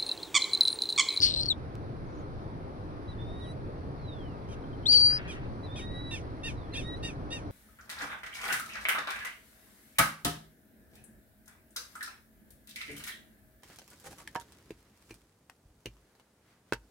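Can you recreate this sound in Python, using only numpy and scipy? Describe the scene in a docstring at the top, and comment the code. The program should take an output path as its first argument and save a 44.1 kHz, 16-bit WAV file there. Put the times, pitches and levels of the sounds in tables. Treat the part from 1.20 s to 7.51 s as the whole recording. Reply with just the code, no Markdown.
"""Open country: a plover close on the left gives a creaky, ticking call and later a loud rising whistle.
The near voice is a gliding sine with noise side bands and short rings; farther peeps and nasal clucks
are harmonic stacks, and falling whistles, a thin trill and faint pips are sine glides.
A dry stalk cracks and litter rustles (decaying ring, grainy noise); shaped random spectra make the low
wash of the country and the wind at the microphone ports, with a drone that grows."""
import sys
import numpy as np
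from scipy import signal
from scipy.fft import rfft, irfft
from scipy.io import wavfile
from scipy.ndimage import uniform_filter1d

SR = 44100
rng = np.random.default_rng(int(sys.argv[2]) if len(sys.argv) > 2 else 0)


def file_out(sig):
    """Save sig as 16-bit WAV at sys.argv[1]."""
    # one column per channel
    cols = np.atleast_2d(sig).T
    # limit, then scale
    lim = np.clip(cols, -1, 1)
    pcm = np.round(lim * 32767).astype(np.int16)
    wavfile.write(sys.argv[1], SR, pcm)


N = 278271  # samples

# Levels of the sources are those before place() spreads them over the two ports.
# Near bird's whistle, one contour a call: time_s, pitch_hz, level_db
NEAR_CALLS = [
    [(.018, 4717, -53.5), (.028, 4503, -16), (.051, 4469, -16.5), (.059, 4374, -27), (.09, 4200, -29),
     (.155, 4035, -52), (.162, 4120, -31), (.21, 4130, -25), (.222, 4200, -36), (.281, 4420, -40),
     (.287, 4440, -21.5), (.318, 3665, -21), (.333, 3230, -42.5)],
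    [(3.654, 2970, -45), (3.66, 3420, -29.5), (3.669, 3980, -15.5), (3.692, 4520, -17), (3.72, 4710, -16),
     (3.745, 4650, -14.5), (3.765, 4530, -13), (3.79, 4516, -17.5), (3.865, 4670, -15.5),
     (3.895, 4655, -21), (3.96, 4900, -27), (3.98, 4895, -33), (3.992, 4850, -57.5)],
]
# Dips in the whistle's level: time_s, half_width_s, depth_db
LEVEL_DIPS = [(.297, 0.0027, -28.5), (3.678, 0.0078, -12.5), (3.809, .004, -2.5)]
# Upward skips of its pitch: start_s, length_s, skip_hz
PITCH_SKIPS = [(3.792, .013, 140), (3.804, .016, 124.6)]
# Hoarse spells, 20 dB down at the swell and fade times: time_s, level_db, swell_s, fade_s
HOARSE_SPELLS = [(0.021, -24.5, .02, .01), (.051, -26, 0.067, 0.09), (.15, -43.5, .1, 0.29),
                 (3.69, -44.5, 0.0796, .1), (3.727, -27.5, .015, 0.036), (3.742, -30.5, 0.055, .018),
                 (3.765, -37.5, 0.038, .05), (3.794, -36, .008, .014), (3.811, -39, .015, .02),
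                 (3.84, -50, .1, .08), (3.98, -54, .035, 0.095)]
# The voice locks to every third cycle: start_s, length_s, side_tone_db (under the whistle)
THIRD_LOCK = (3.741, 0.0099, -16.5)
# Single snaps of the voice in the creaky call: time_s, level_db, ring_hz
TICKS = [(0.0039, -20, 4400), (0.0124, -24, 4850), (0.0172, -24, 4840), (0.0799, -27, 4570),
         (0.0835, -29, 4660), (0.0877, -28, 4460), (0.0914, -30, 4390), (0.0935, -28, 4370),
         (0.0999, -26, 4320), (0.1038, -20, 4260), (0.1111, -23, 4020), (0.1163, -34, 4360),
         (0.1226, -24, 4090), (0.1365, -30, 4280), (0.1407, -19.5, 4200), (0.1441, -30, 4140),
         (0.1485, -22, 4140), (0.1592, -35, 4160), (0.1624, -21, 4170), (0.1761, -25, 4430),
         (0.1913, -27, 4160), (0.1964, -26, 4120), (0.2032, -31, 4200), (0.213, -25, 4700),
         (0.2252, -29, 4620), (0.2328, -24, 4440), (0.2352, -23, 4460), (0.2592, -24, 4500),
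         (0.2643, -24, 4540)]
# Snaps that run together: start_s, length_s, slowest_per_s, fastest_per_s, level_db
BUZZ = (.0195, .0585, 270, 750, -26)
NEAR_OCTAVE_DB, SKIP_EDGE_S, BUZZ_RING_HZ = -27.5, .002, 4700

# Nasal clucks: start_s, length_s, rise_s (to the top), hold_s, top_pitch_hz, level_db, change_at_top_db
CLUCKS = [(3.285, 0.065, .022, 0.013, 814, -52.5, -8), (4.076, 0.12, .014, 0.016, 835, -42.5, -5.5),
          (4.555, 0.11, 0.016, 0.0098, 846, -41, -4), (4.906, 0.14, 0.025, 0.015, 915, -38, -3),
          (5.232, 0.13, 0.025, 0.02, 933, -36.5, 0), (5.535, 0.015, 0.0054, .003, 920, -44, 1),
          (5.548, 0.027, 0.0091, 0.017, 827, -37.5, -0.5), (5.563, 0.096, .013, .014, 912, -40.5, 1),
          (5.825, 0.13, 0.0253, 0.035, 934, -37.5, 1), (6.102, 0.14, 0.031, 0.035, 936, -39, 2.5)]
# Fixed resonance of the beak: frequency_hz, gain_db
BEAK_RESONANCE = [(900, -25), (1600, -24), (1850, -9), (2100, -11), (2500, 0), (3700, -2), (4150, -17),
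                  (4650, -12), (5500, -20), (6600, -36), (8400, -20), (10200, -26), (11800, -42)]
# Colour of the breath noise in a cluck: frequency_hz, gain_db
BREATH_COLOUR = [(1200, -35), (2500, 6.5), (4000, -11), (6000, 5.5), (7000, -7.5), (9000, -2.5),
                 (11400, -13.5), (12000, -34)]
BREATH_DB, BREATH_FOLLOWS = -51, 0.65  # level where the voice is at -39.5 dB; share of its dB swing followed
CLUCK_RISE, CLUCK_START_DB = 0.0705, -9.5  # share of pitch and level short of the top at the start
SAG_HZ_PER_S, SAG_KNEE_S = 5600, 0.0119  # fall of pitch after the hold, and how gradually it sets in
CLUCK_JITTER, ROUGH_START = .003, .04  # rms shares of pitch: throughout, and added at the start
CLUCK_FADE_S, CLUCK_DULL_DB_PER_S = .07, -130  # 20 dB lost this long after the top; extra above harmonic 3

# Long peeps: start_s, end_s, from_hz, to_hz (second harmonic), bend, from_db, to_db,
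# bright_from_db, bright_to_db (shift of the harmonics above the second)
PEEPS = [(1.975, 2.33, 3520, 3960, .9, -58, -52, -18, 4),
         (4.476, 4.935, 3490, 3915, 2.3, -55, -49, -15, -9),
         (5.61, 5.755, 3540, 3830, 3.2, -58, -44, -4, -14),
         (5.755, 5.787, 3960, 4000, .9, -52, -54, -3, -3.5)]
# Harmonics of a peep: multiple, level_db
PEEP_HARMONICS = [(1, -11.5), (2, -2.5), (3, -22), (4, -30.5), (5, -17.5)]
# Short notes that lead into a peep: start_s, length_s, top_hz (second harmonic), level_db
LEAD_NOTES = [(1.875, 0.062, 3970, -50.5), (4.429, .05, 4010, -48.5), (5.52, .04, 4150, -49.5)]
LEAD_TOP, LEAD_DROP = .45, .14  # the top as a share of the length; share of pitch lost by the end
LEAD_FADE_DB, LEAD_BRIGHT_DB = -13, -11
PEEP_EDGE_S, PEEP_WAVER_DB = .014, 2.4

# Far falling whistles: start_s, length_s, from_hz, to_hz, bend, loudest_at (share of length), level_db
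WHISTLES = [(2.19, .11, 4250, 2720, 1.3, 0.25, -57), (2.768, .44, 4490, 2420, 1.13, 0.28, -56.5),
            (5.339, 0.18, 4220, 3090, 1.3, 0.26, -64)]
# Thin trill: start_s, length_s, middle_hz, swing_hz, turns_per_s, from_db, to_db
TRILL = (.857, .163, 6250, 560, 21.3, -82, -74)
# Faint pips: start_s, pitch_hz, level_db, length_s
PIPS = [(3.437, 3200, -65, .014), (3.527, 3190, -64.5, 0.018), (3.63, 3170, -64.5, 0.02)]
WHISTLE_FADE_DB, PIP_DROOP = -21, .97  # level lost at either end; end pitch over start pitch

# Crack of a dry stalk: time_s, peak_db
CRACKS = [(0.5542, -33.5)]
# Rustle in the litter: start_s, swell_s, fade_s, level_db
RUSTLE = (3.87, .03, .37, -45)
# Colour of the rustle: frequency_hz, gain_db
RUSTLE_COLOUR = [(700, -30), (1300, 2.5), (2500, 0.5), (4000, -15.5), (7000, -37), (12000, -65)]
RUSTLE_EDGE_DB = -14

# Spectrum of wash and wind together: frequency_hz, relative_level_db
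WASH_SPECTRUM = [(15, -8.5), (54, -2), (130, -1.5), (180, -10), (290, -9), (380, -10.5), (700, -17.5),
                 (1240, -22.5), (2300, -35.5), (2900, -42), (4200, -40.5), (6200, -50), (6700, -64),
                 (10000, -53.5), (11500, -57), (12000, -78.5), (15500, -90.5)]
# Slow gusting: time_s, change_db
WASH_GUSTS = [(0.0, -1.5), (6.31, -0.5)]
# Likeness of the wash at the two ports: frequency_hz, shared_part
PORT_LIKENESS = [(25, .45), (70, .58), (150, .9), (400, .86), (800, .55), (1600, .38), (4000, .25),
                 (12000, .2)]
# Balance of the wash: frequency_hz, left_minus_right_db
WASH_BALANCE = [(60, 0), (110, -1), (200, 1), (380, 0.5), (700, 4), (1290, 0), (2380, -3), (4400, -5.5),
                (8120, 0), (15000, 6)]
# Growth of the drone: time_s, lift_db (above the wash)
DRONE_GROWTH = [(0, 3.5), (4, 3.2), (5, 9), (6.31, 9)]
DRONE_HZ, DRONE_WIDTH_HZ = 291.5, 13
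WASH_DB, WASH_LAG = -39, 17.2  # rms level; samples by which the left port hears it later
EDGE_HZ = 16200  # upper band limit


def near_bird():
    """Modulation: a gliding sine carries noise side bands, while impulses ring the windpipe."""
    out = np.zeros(N)
    for contour in NEAR_CALLS:
        start, (hz, db) = unroll(contour)
        t = start + np.arange(len(hz)) / SR
        for at, length, skip_hz in PITCH_SKIPS:
            hz = hz + skip_hz * np.clip(np.minimum(t - at, at + length - t) / SKIP_EDGE_S, 0, 1)
        for at, half_width, depth_db in LEVEL_DIPS:
            db = db + depth_db * np.exp(-((t - at) / half_width) ** 2)
        spells = [top_db - 20 * np.maximum((at - t) / swell, (t - at) / fade)
                  for at, top_db, swell, fade in HOARSE_SPELLS]
        rasp_db = np.max(spells, axis=0)
        phase = 2 * np.pi * np.cumsum(hz) / SR

        # locking to every third cycle adds tones at 2/3 and 4/3 of the pitch
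        lock_start, lock_length, side_db = THIRD_LOCK
        lock = amp(side_db) * np.clip(1 - ((t - lock_start) / lock_length * 2 - 1) ** 4, 0, 1)
        tone = np.sin(phase) + lock * (np.sin(phase * 2 / 3) + 0.18 * np.sin(phase * 4 / 3))

        # low-frequency noise times the carrier gives side bands around the whistle
        flutter_colour = [(300, -4.5), (1200, -10), (1900, -20), (2800, -24), (5000, -52.0)]
        flutter = evened(coloured(rng.standard_normal(len(hz)), flutter_colour))
        rasp = amp(rasp_db + 1.9 * wobble(len(hz), 54)) * flutter
        octave = amp(NEAR_OCTAVE_DB) * (amp(db) + 3.35 * rasp) * np.sin(2 * phase)
        whistle = amp(db + 0.42 * wobble(len(hz), 90)) * tone
        voice = whistle + rasp * np.cos(phase) + octave
        add(out, start, voice * signal.windows.tukey(len(hz), .02))
    for at, db, ring_hz in list(TICKS) + buzz_snaps():
        add(out, at - 60 / SR, amp(db) * snap(ring_hz))
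    return place(out, lean_db=6.2, lag=-16.1, wet_db=-19)


def buzz_snaps():
    """Pulse-rate fusion: snaps quicken, then slow, with unequal gaps, and are heard as a buzz."""
    start, length, slowest, fastest, level_db = BUZZ
    before, after = sides(np.arange(0, length, 1 / SR) / length, .25)
    rate = fastest - (fastest - slowest) * (before + after)
    count = np.cumsum(rate * (1 + .25 * wobble(len(rate), 64))) / SR
    onsets = np.flatnonzero(np.diff(np.floor(count)))
    chances = rng.standard_normal((99, 2))
    return [(start + i / SR, level_db + 2 * u, BUZZ_RING_HZ * (1 + 0.06 * v))
            for i, (u, v) in zip(onsets, chances)]


def snap(hz):
    """Impulse response: a few cycles of windpipe ring under a sharp peak, with a faint octave."""
    t = np.arange(-60, 120) / SR
    bell = 1.7 * np.exp(-(abs(t) / np.where(t < 0, .00045, .00065)) ** 1.4)
    return bell * (np.sin(2 * np.pi * hz * t) + 0.041 * np.cos(4 * np.pi * hz * t))


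def clucks():
    """Source and filter: a harmonic stack of arched, falling pitch passes a fixed beak resonance."""
    out = np.zeros(N)
    for start, length, rise, hold, top_hz, top_db, change_db in CLUCKS:
        t = np.arange(0, length, 1 / SR) - rise  # zero at the top
        before, after = np.clip(-t / rise, 0, 1), np.maximum(t, 0)
        knee = np.hypot(after - hold, SAG_KNEE_S) - np.hypot(hold, SAG_KNEE_S)
        hz = top_hz * (1 - CLUCK_RISE * before ** 2) - SAG_HZ_PER_S / 2 * (knee + after)
        db = top_db + CLUCK_START_DB * before ** 0.97 - 20 * (after / CLUCK_FADE_S) ** 2.03
        db = db + change_db * np.exp(-(t / .01) ** 2)
        roughness = (CLUCK_JITTER + ROUGH_START * before ** 2) * wobble(len(hz), 82)
        phase = 2 * np.pi * np.cumsum(hz * (1 + roughness)) / SR
        voiced = np.zeros(len(hz))
        for k in range(1, 15):
            dulling_db = CLUCK_DULL_DB_PER_S * after * (k > 3)
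            harmonic_db = read(BEAK_RESONANCE, k * hz) + dulling_db + 2.6 * wobble(len(hz), 260)
            voiced += amp(harmonic_db) * np.sin(k * phase)
        breath = evened(coloured(rng.standard_normal(len(hz)), BREATH_COLOUR))
        breath = breath * amp(BREATH_DB + BREATH_FOLLOWS * (db + 39.5))
        add(out, start, (amp(db) * voiced + breath) * signal.windows.tukey(len(hz), .08))
    return place(out, lean_db=-2.5, lag=3.2, wet_db=-7)


def peeps():
    """Harmonic series in a glide: short notes arch and drop, long ones climb."""
    out = np.zeros(N)
    for start, length, top_hz, top_db in LEAD_NOTES:
        before, after = sides(np.arange(0, length, 1 / SR) / length, LEAD_TOP)
        hz = top_hz * (1 - .035 * before ** 2 - LEAD_DROP * after ** 2)
        db = top_db + LEAD_FADE_DB * (before ** 2 + after)
        add(out, start, peep(hz, db, LEAD_BRIGHT_DB) * signal.windows.tukey(len(hz), .2))
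    for start, end, from_hz, to_hz, bend, from_db, to_db, bright_from_db, bright_to_db in PEEPS:
        length = end - start
        u, done, hz = glide(length, from_hz, to_hz, bend)
        db = from_db + (to_db - from_db) * done + PEEP_WAVER_DB * wobble(len(u), 1050)
        bright_db = bright_from_db + (bright_to_db - bright_from_db) * u
        edges = np.clip(np.minimum(u, 1 - u) * length / PEEP_EDGE_S, 0, 1)
        add(out, start, peep(hz, db, bright_db) * edges)
    return place(out, lean_db=-2.2, lag=-1, wet_db=-6)


def peep(hz, db, bright_db):
    """Harmonic series led by its second member (hz); brightness shifts the members above it."""
    phase = np.pi * np.cumsum(hz) / SR  # of the fundamental
    stack = sum(amp(level_db + bright_db * (k > 2)) * np.sin(k * phase) for k, level_db in PEEP_HARMONICS)
    return np.sqrt(2) * amp(db) * stack


def whistles():
    """Pure tones under frequency modulation: falling glides, a trill and drooping pips waver in level."""
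    out, notes = np.zeros(N), []
    for start, length, from_hz, to_hz, bend, top, db in WHISTLES:
        u, _, hz = glide(length, from_hz, to_hz, bend)
        notes.append((start, hz, db + WHISTLE_FADE_DB * sum(sides(u, top))))
    start, length, middle_hz, swing_hz, turns_per_s, from_db, to_db = TRILL
    t = np.arange(0, length, 1 / SR)
    trill_hz = middle_hz + swing_hz * np.cos(2 * np.pi * turns_per_s * t)
    notes.append((start, trill_hz, from_db + (to_db - from_db) * t / length))
    for start, hz, db, length in PIPS:
        notes.append((start, glide(length, hz, hz * PIP_DROOP, 1)[2], db))
    for start, hz, db in notes:
        tone = np.sin(2 * np.pi * np.cumsum(hz) / SR) * signal.windows.tukey(len(hz), 350 / len(hz))
        add(out, start, np.sqrt(2) * amp(db + 2.3 * wobble(len(hz), 400)) * tone)
    return place(out, lean_db=-2.9, lag=1.2, wet_db=-5)


def litter():
    """Fracture and friction: a fast-decaying ring for the stalk, grainy noise for the rustle."""
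    crack, rustle = np.zeros((2, N))
    t = np.arange(80) / SR
    for at, db in CRACKS:
        add(crack, at, amp(db - 60 * t / 0.00063) * np.cos(2 * np.pi * 2600 * t))
    start, swell, fade, top_db = RUSTLE
    length = swell + fade
    u = np.arange(0, length, 1 / SR) / length
    db = top_db + RUSTLE_EDGE_DB * sum(sides(u, swell / length))
    grains = rng.standard_normal(len(db)) * amp(3.5 * wobble(len(db), 160))
    add(rustle, start, amp(db) * evened(coloured(grains, RUSTLE_COLOUR)))
    near = place(crack, lean_db=.5, lag=1, wet_db=-14)
    return near + place(rustle, lean_db=1.0, lag=9.0, wet_db=-2.0)


def wash():
    """Partial coherence: random short-time spectra share most at low and lower-middle frequencies."""
    frames, hz = N // 512 + 5, np.fft.rfftfreq(2048, 1 / SR)
    t = np.arange(frames) * 512 / SR
    a, b, c, d, patches = rng.standard_normal((frames, 1025, 5)).T
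    # faint patches: a level field smoothed over frequency and time
    patches = evened(uniform_filter1d(uniform_filter1d(patches, 20, 0), 8, 1))
    gust_db = np.interp(t, *np.transpose(WASH_GUSTS))
    drone_band = np.exp(-((hz[:, None] - DRONE_HZ) / DRONE_WIDTH_HZ) ** 2)
    drone_db = drone_band * np.interp(t, *np.transpose(DRONE_GROWTH))

    shared = np.clip(read(PORT_LIKENESS, hz), 0, 1)[:, None]
    early = np.exp(2j * np.pi * hz * WASH_LAG / SR)[:, None]
    left = a + 1j * b
    right = shared * early * left + np.sqrt(1 - shared ** 2) * (c + 1j * d)
    ports = np.array([left, right])
    ports *= amp(read(WASH_BALANCE, hz)[:, None] / 2 * np.array([1, -1])[:, None, None])
    ports *= amp(read(WASH_SPECTRUM, hz)[:, None] + 0.99 * patches + gust_db + drone_db)
    return amp(WASH_DB) * evened(signal.istft(ports, nperseg=2048, noverlap=1536)[1][:, :N])


def place(x, lean_db, lag, wet_db):
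    """Stereo cues: level balance, lag of the left in samples, and short scatter from stalks and ground."""
    cycles = np.fft.rfftfreq(N)  # per sample
    shift = np.exp(-1j * np.pi * cycles * lag * np.array([[1], [-1]]))
    direct = irfft(rfft(x) * shift, N) * amp(lean_db / 2 * np.array([[1], [-1]]))
    t = np.arange(4000) / SR
    # scatter starts after 4 ms and loses 60 dB in 78 ms
    scatter = rng.standard_normal((2, len(t))) * amp(-60 * t / 0.078) * (t > .004)
    scatter = scatter / np.linalg.norm(scatter[0])
    return direct + amp(wet_db) * signal.oaconvolve(x[None], scatter, axes=1)[:, :N]


def glide(length, from_hz, to_hz, bend):
    """Glide law: share of note passed, share of glide done (early if bend is over 1), and pitch."""
    u = np.arange(0, length, 1 / SR) / length
    done = 1 - (1 - u) ** bend
    return u, done, from_hz + (to_hz - from_hz) * done


def sides(u, top):
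    """Piecewise-linear contour: distance before and after the top of a note, each 0-1."""
    return np.clip(1 - u / top, 0, 1), np.clip((u - top) / (1 - top), 0, 1)


def unroll(rows):
    """Linear interpolation: start time and the columns of a contour at sample rate."""
    s, *columns = np.transpose(rows)
    t = np.arange(s[0], s[-1], 1 / SR)
    return s[0], [np.interp(t, s, column) for column in columns]


def wobble(size, span):
    """Moving average: noise smoothed twice over a span in samples, at rms 1."""
    once = uniform_filter1d(rng.standard_normal(size), int(span))
    return evened(uniform_filter1d(once, int(span)))


def coloured(x, points):
    """Linear filtering: multiplies the Fourier spectrum by a gain curve."""
    return irfft(rfft(x) * amp(read(points, np.fft.rfftfreq(len(x), 1 / SR))), len(x))


def read(points, hz):
    """Logarithmic frequency scale: looks a curve up on a log axis."""
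    f, value = np.transpose(points)
    return np.interp(np.log(hz + 1), np.log(f + 1), value)


def amp(db):
    """Decibel law: amplitude gain of a level."""
    return 10 ** (np.asarray(db) / 20)


def evened(x):
    """Mean power: scales to rms 1."""
    return x / np.sqrt(np.mean(x ** 2) + 1e-20)


def add(mix, s, sound):
    """Superposition: adds a sound at a time in seconds."""
    part = mix[round(s * SR):][:len(sound)]
    part += sound[:len(part)]


def scene():
    """Superposition of all sources at the two ports."""
    return near_bird() + clucks() + peeps() + whistles() + litter() + wash()


def record(dry):
    """Band limitation: a symmetric low-pass removes the sound above the edge."""
    low_pass = signal.firwin(511, EDGE_HZ, window=("kaiser", 9), fs=SR)
    return signal.oaconvolve(dry, low_pass[None], "same")


dry = scene()
out = record(dry)
file_out(out)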